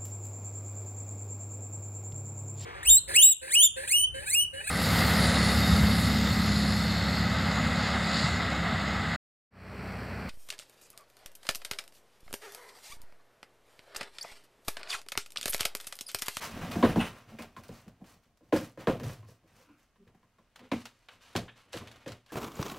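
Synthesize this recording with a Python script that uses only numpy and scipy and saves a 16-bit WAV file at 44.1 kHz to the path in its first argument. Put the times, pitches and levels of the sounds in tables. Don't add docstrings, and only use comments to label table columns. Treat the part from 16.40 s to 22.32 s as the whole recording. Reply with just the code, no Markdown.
import sys
import numpy as np
from scipy import signal
from scipy.fft import irfft
from scipy.io import wavfile
from scipy.ndimage import uniform_filter1d

SR = 44100
rng = np.random.default_rng(int(sys.argv[2]) if len(sys.argv) > 2 else 0)


def materialize(psi):
    bounded = np.clip(np.atleast_2d(psi).T, -1, 1)
    quanta = np.round(bounded * 32767).astype(np.int16)
    wavfile.write(sys.argv[1], SR, quanta)


N = 261072

# pitch_hz, level_db
HUSH_TONE = [(20, 3.5), (33, 15), (60, 3), (110, -5), (170, -3), (250, -8), (500, -28.5), (1000, -17),
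             (2500, -22), (6000, -21.5), (16000, -32)]
# pitch_hz, fade_s
ROOM_FADE = [(100, .4), (300, .3), (1000, 0.32), (3000, 0.31), (8000, 0.38), (16000, .26)]
# pitch_hz, difference_db
STEREO_WIDTH = [(100, -42), (350, -32), (700, -24), (1400, -27), (2800, -16), (5600, -9.5), (11000, -3.5),
                (15000, -3.5)]
# time_s, share_0_to_1
OPEN_SIDE = [(0, 0), (3.9, 0), (4.4, 1), (5.92, 1)]
# pitch_hz, gain_db
HOLLOW_TONE = [(30, -5), (70, -2), (115, -1), (170, -5.5), (250, -2), (480, 0.5), (800, -1.5), (1900, 1.5),
               (3400, 3.5), (5500, -0.5), (8000, -1), (12000, -3.5), (16000, -8.5)]

# time_s, motion_db
MOTION = [(0, -17), (.16, -6.5), (.28, -7), (.45, -2), (.66, -6), (.8, -24), (1.13, -29), (1.35, -23),
          (1.55, -36), (1.95, -43), (2.34, -45), (2.66, -20), (2.97, -39), (3.22, -34), (3.5, -41),
          (4.6, -36), (5.24, -33), (5.46, -18), (5.82, -38)]
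# full_motion_db, db_per_motion_db
MOTION_RESPONSE = [(-35.5, .97), (-46, .8), (-56, .76)]
# start_s, length_s, level_db
FLOOR_SCUFFS = [(.885, .065, -52), (1.0, .045, -50), (1.59, .03, -59), (1.69, .08, -62), (1.84, .07, -69),
                (2.03, .06, -65), (3.1, .09, -66), (4.16, .04, -62), (4.72, .03, -63), (4.84, .1, -65),
                (5.68, .018, -42)]
# start_s, length_s, rub_db, crinkle_db
HAND_STROKES = [(0, .055, -39, -43), (.1, .1, -50, -57), (.2, .08, -47, -59), (.305, .035, -44, -53),
                (.48, .03, -41, -55), (.588, .035, -34, -56), (.635, .03, -43, -51), (.74, .05, -56, -65),
                (.87, .07, -60, -68), (1.005, .03, -51, -63), (1.225, .03, -61, -66), (1.31, .09, -61, -64),
                (1.65, .075, -63, -65), (1.815, .03, -71, -77), (2.02, .08, -77, -81),
                (2.125, .06, -48, -48), (2.2, .045, -53, -55), (2.385, .035, -51, -60),
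                (2.63, .09, -52, -55), (2.865, .05, -68, -66), (3.06, .07, -70, -75), (3.14, .09, -65, -68),
                (3.37, .07, -72, -76), (4.22, .04, -63, -72), (4.345, .07, -58, -60), (4.53, .13, -79, -77),
                (4.7, .045, -61, -67), (4.8, .14, -62, -66), (5.15, .06, -63, -68), (5.32, .05, -52, -51),
                (5.59, .04, -64, -71), (5.68, .035, -56, -61), (5.87, .05, -63, -70)]
# pitch_hz, level_db
SHUFFLE_TONE = [(20, -13.5), (32, 1.5), (55, -13), (85, 2), (120, -0.5), (170, -4.5), (235, -1.5),
                (340, -9.5), (520, -9.5), (720, -10), (1100, -29.5), (2500, -46.5)]
RUB_TONE = [(200, -35), (450, -1), (750, 2), (1100, 4.5), (1600, 1.5), (2100, -0.5), (2900, -1.5),
            (4000, -10), (6000, -35), (12000, -51.5)]
CRINKLE_TONE = [(1200, -62), (3000, -10), (4300, 2), (6300, 0), (8000, -3.5), (9500, -5.5), (12000, -6.5),
                (16000, -7)]
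# middle_s, loud_part_s, pitch_hz, width_hz, level_db
SQUEAKS = [(.235, .04, 162, 19, -36), (0.308, 0.028, 243, 17, -40), (0.947, 0.038, 226, 12, -46.5),
           (2.67, .1, 129, 32, -40.5), (2.819, 0.17, 109, 33, -57.5), (3.202, 0.061, 520, 120, -67),
           (3.297, 0.17, 1360, 400, -75), (3.31, 0.09, 296, 50, -62), (3.31, .12, 2480, 800, -76),
           (3.614, 0.048, 215, 64, -61), (3.616, .05, 391, 29, -65.5), (4.236, 0.065, 242, 21, -55.5),
           (5.096, 0.035, 1710, 320, -59.5), (5.096, 0.02, 2760, 1800, -56),
           (5.915, 0.034, 1635, 220, -57.5)]
# start_s, pitch_hz, width_hz, level_db, fade_s
STRAP_RINGS = [(.468, 12750, 110, -49, 0.14), (.478, 9600, 800, -56, .28), (.591, 2643, 119.5, -34, 0.2),
               (.595, 2920, 250, -38.5, 0.18), (.598, 9200, 1100, -51, 0.28)]
# start_s, crack_db, fizz_db
FILM_SNAPS = [(.314, -43, -47), (.664, -54, -64), (.987, -49.5, -72), (1.021, -50, -53),
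              (1.236, -61, -59.5), (1.283, -70, -60), (1.48, -61, -66), (1.642, -63, -71),
              (1.972, -75, -74), (2.164, -45.4, -47), (2.598, -52, -58), (2.633, -52, -53.5),
              (3.677, -67, -80), (4.159, -54.4, -58.5), (4.192, -56, -66), (4.3165, -38, -55),
              (4.455, -47.5, -48.5), (4.686, -51, -63), (4.962, -35, -36.5), (5.081, -52.5, -80),
              (5.329, -48, -48), (5.373, -46.5, -51.5), (5.472, -53, -58), (5.514, -57.5, -58.5),
              (5.559, -60.5, -63.5), (5.678, -49, -50), (5.719, -51, -53.5), (5.862, -66.5, -66.5)]

# pitch_hz, level_db, fade_s
BOARD_NOTES = [(92, -11.5, 0.23), (117, -7.5, 0.55), (134, -8, 0.32), (179.5, -4, 0.29), (228.6, -0.5, .26),
               (240.8, -3, 0.28), (266.2, -4, 0.29), (302.3, -6.5, 0.26), (321.5, -3, .17),
               (375, -9.5, .18), (429, -11, 0.3), (479.3, -5, 0.14), (534.2, -5.5, 0.15), (590, -8, .17),
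               (685, -6, 0.13), (774, -12, .2), (887, -14, 0.29), (985, -3.5, 0.12), (1045, -6.5, 0.24),
               (1415, -18, .18), (1665, -7, 0.11), (1807, -11, 0.13), (2008, -17, 0.15), (2160, -25.5, 0.2),
               (2510, -17.5, .2), (2680, -29.5, .25)]
# pitch_hz, level_db
WASH_TONE = [(50, -7), (110, -5.5), (250, -3.5), (550, 0.5), (1000, -9), (1600, -10.5), (2800, -19),
             (4500, -20.5), (7000, -35.5), (16000, -42)]
# low_hz, high_hz
KNOCK_BANDS = [(70, 185), (185, 350), (350, 1300), (1300, 4200), (4200, 16000)]
CRATE_SPOTS = {"frame": (195, 735, 5, -9, -15), "corner": (232, 485, 4, -14, -27),
               "side": (319, 515, 0, -13, -26), "base": (126, 500, -2, -8, -16),
               "lid": (240, 1050, 1, -5, -19), "rim": (227, 2400, 6, -5, -14)}
# start_s, spot, strength_db, hardness_db,
# boom_db, contact_s
KNOCKS = [(.165, "frame", -49, -3, -52, .034), (.214, "frame", -46, 2, -48, .042),
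          (.355, "frame", -39, -2.5, -42, .058), (.4267, "lid", -26, -2, -40, .032),
          (.4334, "corner", -23, 0, -35, .027), (.488, "frame", -40, -2.5, -37, .019),
          (.559, "frame", -32.5, -3.5, -32, .048), (.988, "rim", -47.5, 2.5, -56.5, .021),
          (1.165, "lid", -50, 4, -54, .026), (1.291, "corner", -51, 1, -49, .023),
          (1.464, "frame", -70, -13, -55, .015), (1.613, "frame", -63, -8, -54.5, .0065),
          (2.008, "side", -67, -4, -75, .022), (2.125, "side", -24.8, -2, -40.5, .018),
          (2.16, "side", -32.5, 1, -52, .008), (2.213, "side", -49, -5, -49.5, .022),
          (2.3745, "side", -47.5, 1, -50, .053), (2.4718, "side", -25.3, .5, -34, .024),
          (2.526, "base", -49, -6, -41, .012), (2.599, "corner", -45, 1.5, -49, .055),
          (2.639, "base", -50, -2, -42, .037), (2.696, "base", -52, 3, -49, .012),
          (2.828, "lid", -64, 0, -66, .024), (2.886, "base", -63, -2, -59, .024),
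          (3.036, "side", -71, -3, -70.5, .025), (3.29, "lid", -69, -2, -72.5, .025),
          (3.557, "lid", -75, 3, -80, .009), (3.668, "base", -70, -2, -64, .018),
          (3.747, "frame", -70, 1, -73, .0075), (3.83, "lid", -72, 3, -76, .022),
          (3.984, "lid", -68, 2, -72.5, .015), (4.214, "corner", -61, -1, -65, .055),
          (4.317, "rim", -35.5, -2.5, -42, .019), (4.952, "frame", -36, .5, -34, .008),
          (5.339, "side", -42, 1, -46.5, .031), (5.41, "lid", -54, -1, -48, .013),
          (5.661, "base", -44, -3, -48, .03)]

FILM_LIMIT_DB = -54


def amp(db):
    return 10 ** (np.asarray(db) / 20)


def unit(x, size=None):
    return x / np.sqrt(np.mean(x[:size] ** 2) + 1e-20)


def read(points, hz):
    f, value = np.transpose(points)
    return np.interp(np.log(hz + 1), np.log(f + 1), value)


def add(mix, start_s, sound):
    part = mix[max(round(start_s * SR), 0):][:len(sound)]
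    part += sound[:len(part)]


def colour(x, tone, size=4096):
    log_gain = np.log(amp(read(tone, abs(np.fft.fftfreq(size, 1 / SR)))))
    response = np.fft.ifft(np.exp(np.conj(signal.hilbert(log_gain)))).real
    return signal.oaconvolve(x, response[:size // 2])[:len(x)]


def band(x, low_hz, high_hz):
    return signal.sosfilt(signal.butter(3, [low_hz, high_hz], "band", fs=SR, output="sos"), x)


def random_phases(shape):
    return np.exp(2j * np.pi * rng.random(shape))


def fuzzy_tone(hz, width_hz, size):
    f = np.fft.rfftfreq(size, 1 / SR)
    return unit(irfft(random_phases(len(f)) / (1 + (2 * (f - hz) / width_hz) ** 4), size))


def clicks(size, per_s, spread_db):
    strength = amp(spread_db * np.minimum(rng.exponential(1, size), 4))
    return unit(strength * rng.choice([-1, 1], size) * (rng.random(size) < per_s / SR))


def background_hush(level_db=-77):
    return amp(level_db) * unit(colour(rng.standard_normal(N), HUSH_TONE))


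def echo_tail(size):
    hz, t, spectrum = signal.stft(rng.standard_normal(size), SR, nperseg=256)
    fade = amp(-60 * t / read(ROOM_FADE, hz)[:, None])
    return signal.istft(spectrum * fade, SR, nperseg=256)[1][:size]


def room(x, echo_db):
    tail = echo_tail(SR // 2)
    tail[:SR // 300] = 0
    return x + amp(echo_db) * signal.oaconvolve(x, tail / np.linalg.norm(tail))[:len(x)]


def stereo(mid, width_db):
    hz, _, spectrum = signal.stft(mid, SR, nperseg=256)
    side_gain = amp(np.minimum(read(STEREO_WIDTH, hz) + width_db, 3))[:, None]
    side = signal.istft(spectrum * random_phases(spectrum.shape) * side_gain, SR, nperseg=256)[1][:N]
    return np.array([mid + side, mid - side])


def open_side(x):
    share = np.interp(np.arange(N) / SR, *np.transpose(OPEN_SIDE))
    return (1 - share) * x + share * colour(x, HOLLOW_TONE)


def swell_power(length_s, rise_s=.02, fall_db_per_s=230):
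    t = np.arange(SR // 2) / SR
    return (np.minimum(t / rise_s, 1) * amp(-fall_db_per_s * np.maximum(t - length_s, 0))) ** 2


def handling_levels(rock_db=1.5, shaken_rub_db=-15, shaken_crinkle_db=-27):
    motion_db = np.interp(np.arange(N) / SR, *np.transpose(MOTION))
    shuffling, rubbing, crinkling = (amp(db + slope * motion_db) ** 2 for db, slope in MOTION_RESPONSE)
    settling = swell_power(length_s=.028, rise_s=.028, fall_db_per_s=215)
    for start_s, _, strength_db, hardness_db, boom_db, _ in KNOCKS:
        shake_db = strength_db + hardness_db / 2
        add(shuffling, start_s, amp(boom_db + rock_db) ** 2 * settling)
        add(rubbing, start_s, amp(shake_db + shaken_rub_db) ** 2 * settling)
        add(crinkling, start_s, amp(min(shake_db + shaken_crinkle_db, FILM_LIMIT_DB)) ** 2 * settling)
    for start_s, length_s, level_db in FLOOR_SCUFFS:
        add(shuffling, start_s, amp(level_db) ** 2 * swell_power(length_s))
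    for start_s, length_s, rub_db, crinkle_db in HAND_STROKES:
        stroke = swell_power(length_s)
        add(rubbing, start_s, amp(rub_db) ** 2 * stroke)
        add(crinkling, start_s, amp(crinkle_db) ** 2 * stroke)
    return np.sqrt([shuffling, rubbing, crinkling])


def handling(shuffle_db=-2, rub_db=-1, crinkle_db=-1, clump_db=1.46):
    shuffling, rubbing, crinkling = handling_levels()
    scuffs = unit(colour(clicks(N, per_s=1500, spread_db=2.2), SHUFFLE_TONE))
    clumps = amp(clump_db * unit(uniform_filter1d(rng.standard_normal(N), size=400)))
    buckles = clicks(N, per_s=1700, spread_db=2.5) * clumps
    ticks = .3 * unit(band(clicks(N, per_s=45, spread_db=2), 5000, 13000))
    grain = 1.4 * clicks(N, per_s=6000, spread_db=3.4)
    rub = unit(colour(room(buckles + grain, echo_db=-4), RUB_TONE))
    crinkle = unit(colour(room(buckles, echo_db=2), CRINKLE_TONE)) + room(ticks, echo_db=-6)
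    return (amp(shuffle_db) * shuffling * scuffs
            + amp(rub_db) * rubbing * rub
            + amp(crinkle_db) * crinkling * crinkle)


def squeaks():
    out = np.zeros(N)
    for middle_s, loud_part_s, hz, width_hz, level_db in SQUEAKS:
        swell = signal.windows.hann(round(1.7 * loud_part_s * SR))
        tone = unit(fuzzy_tone(hz, width_hz, SR // 2)[:len(swell)])
        add(out, middle_s - len(swell) / SR / 2, amp(level_db) * tone * swell)
    return room(out, echo_db=-6)


def strap_jingle(rise_s=.0087, boost_db=2):
    out, t = np.zeros(N), np.arange(SR // 2) / SR
    for start_s, hz, width_hz, level_db, fade_s in STRAP_RINGS:
        loudness = amp(level_db + boost_db - 60 * t / fade_s) * (1 - np.exp(-t / rise_s))
        add(out, start_s, loudness * fuzzy_tone(hz, width_hz, len(t)))
    return out


def film_snaps(crack_s=.0067, cluster_s=.027, cluster_db=-5, tail_db=-15, trim_db=-1):
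    out, t = np.zeros(N), np.arange(SR // 4) / SR
    onset = round(.015 * SR)
    release = np.exp(-t / crack_s) + amp(cluster_db) * np.exp(-t / cluster_s)
    for start_s, crack_db, fizz_db in FILM_SNAPS:
        burst = clicks(len(t), per_s=6000, spread_db=3) * release + amp(tail_db) * echo_tail(len(t))
        add(out, start_s, amp(crack_db + trim_db) * unit(colour(burst, RUB_TONE), onset))
        add(out, start_s, amp(fizz_db + trim_db) * unit(colour(burst, CRINKLE_TONE), onset))
    return out


def film_buzz(t, contact_s, fade_s=.024):
    shaken = np.exp(-np.maximum(t - 1.1 * contact_s, 0) / fade_s)
    jolt = 1 + .45 * np.exp(-t / .0035)
    return colour(clicks(len(t), per_s=5000, spread_db=2.4) * shaken * jolt, CRINKLE_TONE)


def spot_boost(hz, lower_hz, upper_hz, lower_db=9, upper_db=13, width_octaves=.22):
    near_lower = np.exp(-(np.log2(hz / lower_hz) / width_octaves) ** 2)
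    near_upper = np.exp(-(np.log2(hz / upper_hz) / width_octaves) ** 2)
    return amp(lower_db * near_lower + upper_db * near_upper)


def crate_knocks(crack_db=1.5, crack_s=.004, settle_s=.008, wash_db=-3, tail_db=-8, tail_fade_s=.3):
    out, t = np.zeros(N), np.arange(SR * 2 // 5) / SR
    onset = round(.035 * SR)
    wash_hz = np.fft.rfftfreq(len(t), 1 / SR) + 1
    note_hz, note_db, fade_s = np.transpose(BOARD_NOTES)
    notes = amp(note_db[:, None] - 60 * t / fade_s[:, None]) * np.exp(2j * np.pi * note_hz[:, None] * t)
    crack = amp(crack_db) * np.exp(-t / crack_s)
    tail = amp(tail_db - 60 * t / tail_fade_s)
    for start_s, spot, strength_db, hardness_db, boom_db, contact_s in KNOCKS:
        lower_hz, upper_hz, thud_db, clack_db, buzz_db = CRATE_SPOTS[spot]
        note_gains = spot_boost(note_hz, lower_hz, upper_hz)
        ring = ((note_gains * random_phases(len(note_hz))) @ notes).real
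        wash_gains = spot_boost(wash_hz, lower_hz, upper_hz) * amp(read(WASH_TONE, wash_hz))
        wash = irfft(wash_gains * random_phases(len(wash_hz)), len(t))
        chatter = np.exp(-np.maximum(t - contact_s, 0) / settle_s)
        wood = unit(ring * (1 + 1.4 * chatter), onset)
        wood += amp(wash_db) * unit(wash * (crack + chatter + tail), onset)
        soft_db, hard_db = strength_db - hardness_db, strength_db + hardness_db
        parts = [(wood, boom_db), (wood, soft_db + thud_db), (wood, strength_db),
                 (wood, hard_db + clack_db),
                 (film_buzz(t, contact_s), min(hard_db + buzz_db, FILM_LIMIT_DB))]
        for (sound, level_db), edges_hz in zip(parts, KNOCK_BANDS):
            add(out, start_s, amp(level_db) * unit(band(sound, *edges_hz), onset))
    return out


def scene():
    wood = open_side(crate_knocks() + squeaks() + strap_jingle())
    film = open_side(film_snaps() + handling())
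    hush = background_hush()
    return stereo(wood, width_db=1) + stereo(film, width_db=1) + stereo(hush, width_db=31)


def record(dry):
    low_pass = signal.firwin(511, cutoff=15820, window=("kaiser", 9), fs=SR)
    return signal.oaconvolve(dry, low_pass[None], "same")


dry = scene()
out = record(dry)
materialize(out)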